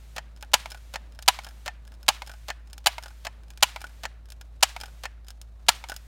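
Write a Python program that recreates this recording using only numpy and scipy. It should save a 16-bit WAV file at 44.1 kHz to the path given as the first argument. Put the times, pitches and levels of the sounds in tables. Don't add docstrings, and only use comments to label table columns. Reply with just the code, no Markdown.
import sys
import numpy as np
from scipy import signal
from scipy.fft import rfft, irfft, next_fast_len
from scipy.io import wavfile
from scipy.ndimage import uniform_filter1d, map_coordinates

SR = 44100
rng = np.random.default_rng(int(sys.argv[2]) if len(sys.argv) > 2 else 0)


def digitize_waveform(pressure):
    field = np.atleast_2d(pressure).T
    bounded = np.clip(field, -1, 1)
    quanta = np.round(bounded * 32767).astype(np.int16)
    wavfile.write(sys.argv[1], SR, quanta)


N = 267667

# start_s, relative_stop_db
OPENINGS = [(0.1631, -18.5), (0.9388, -18), (1.6603, -17), (2.484, -16.5), (3.2495, -18), (4.0348, -17.5),
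            (5.036, -18.5)]
# graze_s, touch_db, graze_db, home_db, travel_s, treble_db
SLAMS = [(.5370, -9, -8.5, 1.5, .003, 0), (1.281, -6.5, -2.5, 1, .0034, 0.5),
         (2.0840, -7, -11.5, -0.5, .003, -2.5), (2.8623, -11, -5.5, -1.5, .0072, -2),
         (3.6273, -17.5, 0, -0.5, .0044, 0), (4.6283, -15.5, -1, 0, .0042, 3.5),
         (5.6859, -21, -1.5, 0.5, .004, 0.5)]
# frequency_hz, gain_db
TICK_TONE = [(200, -17.5), (420, -21), (600, -1), (850, 1.5), (1100, -9), (1550, 4), (2000, -7.5),
             (3000, -0.5), (5200, -5.5), (8000, -9.5), (9500, -10), (10700, -12.5), (15500, -15)]


def amp(db):
    return 10 ** (np.asarray(db) / 20)


def unit(x):
    return x / np.sqrt(np.mean(x ** 2) + 1e-20)


def along(points, hz):
    frequencies, values = np.transpose(points)
    return np.interp(np.log(hz + 1), np.log(frequencies + 1), values)


def add(track, start_s, sound):
    part = track[round(start_s * SR):][:len(sound)]
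    part += sound[:len(part)]


def filtered(x, gain):
    size = next_fast_len(len(x) + 2048)
    return irfft(rfft(x, size) * gain(np.fft.rfftfreq(size, 1 / SR)), size)[:len(x)]


def band(x, centres, index):
    shape = np.c_[centres, np.eye(len(centres))[index]]
    return filtered(x, lambda hz: along(shape, hz))


def noise(tone):
    return unit(filtered(rng.standard_normal(N), lambda hz: amp(along(tone, hz))))


def wobble(rate_hz):
    knots = rng.standard_normal(int(N * rate_hz / SR) + 4)
    return map_coordinates(knots, [np.arange(N) * rate_hz / SR])


def body(tone, resonances=(), size=4096):
    hz = np.fft.rfftfreq(size, 1 / SR)
    peaks_db = sum(lift / (1 + (2 * (hz - centre) / width) ** 2) for centre, width, lift in resonances)
    cepstrum = irfft(np.log(amp(along(tone, hz) + peaks_db)))
    cepstrum[1:size // 2] *= 2
    cepstrum[size // 2 + 1:] = 0
    response = irfft(np.exp(rfft(cepstrum)))[:size // 2]
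    return response / np.linalg.norm(response)


def gun_ring(size):
    # frequency_hz, t60_s
    ring_times = [(200, 0.012), (800, 0.049), (1700, 0.05), (4000, 0.032), (12000, 0.035)]
    centres, t60s = np.transpose(ring_times)
    t, white = np.arange(size) / SR, rng.standard_normal(size)
    tail = sum(band(white, centres, k) * amp(-60 * t / t60) for k, t60 in enumerate(t60s))
    return tail / np.linalg.norm(tail)


def contact(response, crack_t60, ring_db, size=4096):
    crack = rng.standard_normal(size) * amp(-60 * np.arange(size) / SR / crack_t60)
    spectrum = rfft(crack / np.linalg.norm(crack) + amp(ring_db) * gun_ring(size))
    colour = np.sqrt(np.abs(uniform_filter1d(np.abs(spectrum) ** 2, size=31)))
    blow = irfft(spectrum / colour)[:size // 2]
    sound = signal.fftconvolve(blow, response)
    return sound / np.linalg.norm(sound)


def clink(modes, size=12000):
    t, sound = np.arange(size) / SR, np.zeros(size)
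    detunes = rng.normal(1, 0.018, len(modes))
    for (hz, db, t60), detune in zip(modes, detunes):
        ring = np.sin(2 * np.pi * hz * detune * t) * amp(-60 * t / t60)
        sound += amp(db + rng.normal(0, 3.5)) * ring / np.linalg.norm(ring)
    return sound


def outdoors(hum_hz=55.5):
    # frequency_hz, gain_db
    rumble_tone = [(20, -29), (34, -6), (60, -1), (90, 2), (140, -4), (220, -16), (400, -32.5),
                   (1000, -91.5)]
    # frequency_hz, gain_db
    air_tone = [(88, -30.5), (150, -10.5), (439, -20.5), (589, -17), (702, -19), (2220, -32.5),
                (2400, -30.5), (3350, -35), (3770, -30), (4760, -37), (16000, -46.5)]
    phase = 2 * np.pi * np.cumsum(hum_hz + .12 * wobble(1.7)) / SR
    hum = amp(-41.5 + .4 * wobble(1.2)) * (np.sin(phase) + amp(-26) * np.sin(2 * phase))
    rumble = amp(-60.5) * noise(rumble_tone)
    air = amp(-62.5 + 2 * wobble(4.7)) * noise(air_tone)
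    return hum + rumble + air


def seep():
    # frequency_hz, gain_db
    hiss_tone = [(500, -16), (1500, 2.5), (3500, 0.5), (7000, -3.5), (10500, -6.5), (14000, -8.5),
                 (16000, -13)]
    t = np.arange(N) / SR
    last_slam = np.max([np.where(t > s, s, 0) for s, *_ in SLAMS], axis=0)
    last_opening = np.max([np.where(t > s, s, 0) for s, _ in OPENINGS], axis=0)
    shut = uniform_filter1d(1. * (last_slam >= last_opening), size=900)
    return amp(-62) * shut * noise(hiss_tone)


def openings(snap_lag_s=.003, pivot_lag_s=.0087, swing_s=.0187):
    # frequency_hz, gain_db
    latch_tone = [(150, -8.5), (330, -16.5), (450, -8), (540, 6), (800, -1), (1150, -2), (2000, -6),
                  (4500, -6), (7500, -16.5), (10500, -29), (15500, -23.5)]
    # frequency_hz, gain_db
    stop_tone = [(120, -15.5), (200, -10.5), (330, -18), (450, -11.5), (600, -4.5), (850, 1), (1200, -4.5),
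                 (2000, -2), (3000, -6), (4500, -14.5), (7000, -11), (10500, -23), (15500, -24.5)]
    # centre_hz, width_hz, lift_db
    lever_resonances = [(680, 360, 6.8), (1333, 160, 5.5), (1780, 260, 10), (2130, 93, 2.3),
                        (2545, 340, 5.8), (3101, 176, 6.7), (4360, 590, 12), (5210, 170, 11),
                        (5880, 87, 5.7), (6930, 260, 5.4)]
    # pitch_hz, relative_db, t60_s
    lever_modes = [(900, -18, .07), (1748, -22.5, 0.13)]
    track = np.zeros(N)
    scrape, latch, lever = body(TICK_TONE), body(latch_tone), body(stop_tone, lever_resonances)
    for s, db in OPENINGS:
        add(track, s - .008, amp(db - 13) * contact(scrape, crack_t60=0.071, ring_db=-18))
        add(track, s, amp(db + 5) * contact(scrape, crack_t60=0.0147, ring_db=-10))
        add(track, s + snap_lag_s, amp(db + 8) * contact(latch, crack_t60=0.009, ring_db=1.5))
        add(track, s + pivot_lag_s, amp(db + 3) * contact(lever, crack_t60=0.0047, ring_db=1))
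        add(track, s + swing_s, amp(db + 15) * contact(lever, crack_t60=0.014, ring_db=-4.5))
        add(track, s + swing_s, amp(db + 11.5) * clink(lever_modes))
    return track


def yard(x, size=22000, bands=6):
    # frequency_hz, t60_s
    reverb_times = [(200, .3), (800, 0.92), (2000, 0.46), (5000, 0.34), (12000, 0.44)]
    # frequency_hz, gain_db
    reverb_tone = [(150, -1.5), (700, -6.5), (1500, 2), (3500, 2), (7000, -2.5), (15000, -2.5)]
    wet, t = np.zeros(N), np.arange(size) / SR
    attack = 1 - np.exp(-t / 0.0052)
    wall_swell = 1 + 0.21 * np.exp(-((t - .072) / 0.013) ** 2)
    centres, white = np.geomspace(400, 13000, bands), rng.standard_normal(N)
    for k, centre in enumerate(centres):
        decay = (attack * wall_swell * amp(-60 * t / along(reverb_times, centre))) ** 2
        power = np.abs(signal.fftconvolve(band(x, centres, k) ** 2, decay / decay.sum())[:N])
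        wash = unit(band(white, centres, k) * amp(1.5 * wobble(90)))
        wet += amp(along(reverb_tone, centre)) * np.sqrt(power) * wash
    return wet


def shed_wall(gun, opening, slap_s=.06, slap_db=-37, throw_s=.05):
    # frequency_hz, gain_db
    throw_tone = [(900, -10), (1300, -0.5), (1800, -3.5), (2400, -17)]
    slap, throw = np.zeros(N), np.zeros(N)
    add(slap, slap_s, amp(slap_db) * gun)
    add(throw, throw_s, filtered(opening, lambda hz: amp(along(throw_tone, hz))))
    return slap, throw


def rubbing(slips=14, attack_s=.006, t60_s=.05):
    # frequency_hz, gain_db
    rub_tone = [(200, -16), (450, -8.5), (750, -1), (1200, -1), (1700, -4.5), (2800, -9.5), (5000, -10.5),
                (9500, -16.5), (15000, -26)]
    track, t = np.zeros(N), np.arange(4096) / SR
    envelope = (1 - np.exp(-t / attack_s)) * amp(-60 * t / t60_s)
    for (open_s, _), (shut_s, *_) in zip(OPENINGS, SLAMS):
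        for when, strength in rng.random((slips, 2)):
            s = open_s + (shut_s - open_s) * np.sqrt(when)
            slip = rng.standard_normal(len(t)) * envelope
            add(track, s, amp(-46.5 + 6.7 * strength) * slip / np.linalg.norm(slip))
    return signal.fftconvolve(track, body(rub_tone))[:N]


def link_tap(dull_db, crack_t60, ring_db, clink_db):
    # pitch_hz, relative_db, t60_s
    link_modes = [(830, -11.5, 0.049), (1475, -9.5, 0.053), (1670, -11, 0.054), (2410, -12, .035),
                  (3180, -14, .03), (5150, -7, 0.036), (5210, -10, 0.024), (6780, -10, 0.014),
                  (8960, -13.5, 0.014), (10940, -12.5, 0.016)]
    tilt = [(1500, min(dull_db, 0)), (4000, min(-dull_db, 0))]
    tone = [(hz, db + along(tilt, hz)) for hz, db in TICK_TONE]
    modes = [(hz, db + along(tilt, hz), t60) for hz, db, t60 in link_modes]
    sound = amp(clink_db) * clink(modes)
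    add(sound, 0, contact(body(tone), crack_t60, ring_db))
    return sound


def ticks(faint_count=4, push_delay_s=.18, push_span_s=.12):
    # start_s, relative_db, dullness_db
    clear_ticks = [(.410, -41.5, -4.5), (.426, -23, 7), (.703, -33, -20), (1.19, -29, 6.5),
                   (1.225, -28.5, -10.5), (1.877, -40, 1), (1.92, -38.5, 9), (2.03, -39.5, 0),
                   (2.731, -30, -8.5), (2.78, -31, -4), (3.504, -34.5, -2.5), (3.575, -33, -6.5),
                   (4.303, -33.5, -11.5), (4.321, -32.5, -5.5), (4.412, -32, -2.5), (5.284, -32, -6),
                   (5.305, -32, -7), (5.415, -32, -16), (5.964, -25, -10.5)]
    track, faint_ticks = np.zeros(N), []
    for s, _ in OPENINGS:
        for when, strength in rng.random((faint_count, 2)):
            faint_ticks.append((s + push_delay_s + push_span_s * when, -50.5 + 5.5 * strength, 0))
    for s, db, dull_db in list(clear_ticks) + faint_ticks:
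        add(track, s, amp(db + 11.5) * link_tap(dull_db, crack_t60=0.0086, ring_db=-3.5, clink_db=-3.5))
    return track


def slams(touch_lead_s=.002, rebound_s=.002, rebound_db=-4):
    # frequency_hz, gain_db
    slam_tone = [(120, -31.5), (200, -11.5), (330, -16.5), (450, -14.5), (600, -1), (850, 0.2), (1200, 0),
                 (2000, -1.5), (3000, 2), (4500, -1.5), (7000, -4.5), (10500, -12), (15500, -17)]
    # centre_hz, width_hz, lift_db
    stock_resonances = [(805, 230, 8), (987, 72, 6.5), (1360, 150, 4), (1674, 50, 4), (2366, 170, 4.5),
                        (2970, 320, 5.5), (4010, 310, 5), (4740, 260, 7), (7090, 410, 5.5), (9656, 350, 7),
                        (11300, 1200, 4.5), (13240, 210, 8)]
    track = np.zeros(N)
    for s, touch_db, graze_db, home_db, travel_s, treble_db in SLAMS:
        resonances = list(stock_resonances) + [(7000, 4000, treble_db)]
        struck = body(slam_tone, resonances)
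        grazed = body(slam_tone, resonances + [(4000, 2000, 2)])
        blows = [(s - touch_lead_s, touch_db, grazed),
                 (s, graze_db, grazed),
                 (s + travel_s, home_db, struck),
                 (s + travel_s + rebound_s, home_db + rebound_db, struck)]
        for when, db, stock in blows:
            add(track, when, amp(db + 13.5) * contact(stock, crack_t60=0.0098, ring_db=-7))
        scuff = contact(body(slam_tone), crack_t60=0.033, ring_db=-4)
        add(track, s - .02, amp(-28) * scuff)
    return track


def knocks():
    # start_s, relative_db
    hits = [(0.658, -23.5), (1.389, -23), (2.22, -23), (2.982, -21.5), (3.761, -22), (4.764, -22.5),
            (5.84, -26)]
    # frequency_hz, gain_db
    knock_tone = [(150, -21), (420, -20.5), (630, 0.5), (970, 4.5), (1150, -8), (1400, -1), (1750, -15.5),
                  (2200, 2.5), (2700, -7.5), (4000, -9), (7000, -19.5), (15500, -30.5)]
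    track, grip = np.zeros(N), body(knock_tone)
    for s, db in hits:
        add(track, s, amp(db + 16) * contact(grip, crack_t60=0.016, ring_db=-4.5))
    return track


def rattles(count=4, touch_lead_s=.01):
    # start_s, relative_db, gap_s, first_fade_db
    bursts = [(.718, -30.5, .028, -5), (1.446, -32.5, .021, -2.5), (2.274, -33.5, 0.021, -1.5),
              (3.036, -31.5, 0.023, -2.5), (3.816, -31.5, .026, -3), (4.812, -27.5, 0.023, -3),
              (5.897, -24.5, 0.022, -4.5)]
    # dullness_db, lift_db
    seats = [(-0.5, 1), (10.5, 5.5)]
    track = np.zeros(N)
    for s, burst_db, gap_s, fade_db in bursts:
        bumps = [(s - touch_lead_s, burst_db - 6.5, -3)]
        for k in range(count):
            dull_db, seat_db = seats[k % 2]
            bumps.append((s + k * gap_s, burst_db + seat_db + fade_db * k * (k + 1) / 2, dull_db))
        for when, db, dull_db in bumps:
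            add(track, when, amp(db + 13.5) * link_tap(dull_db, crack_t60=0.032, ring_db=-2, clink_db=-1))
    return track


def scene():
    opening = openings()
    gun = opening + rubbing() + ticks() + slams() + knocks() + rattles()
    slap, throw = shed_wall(gun, opening)
    reverb = amp(-23.5) * yard(gun + throw)
    return (gun + slap + reverb + seep() + outdoors())[None]


def record(dry):
    # frequency_hz, gain_db
    port_tone = [(5000, -0.5), (7200, 0.5), (8400, -0.5), (9600, 2), (10600, -5), (11800, 1), (15000, -1.5)]
    cutoff_hz = 16100
    coloured = filtered(dry[0], lambda hz: amp(along(port_tone, hz)))
    rounded = coloured / (1 + np.abs(coloured) ** 4) ** (1 / 4)
    return filtered(rounded, lambda hz: 1 / np.sqrt(1 + (hz / cutoff_hz) ** 160))[None]


dry = scene()
out = record(dry)
digitize_waveform(out)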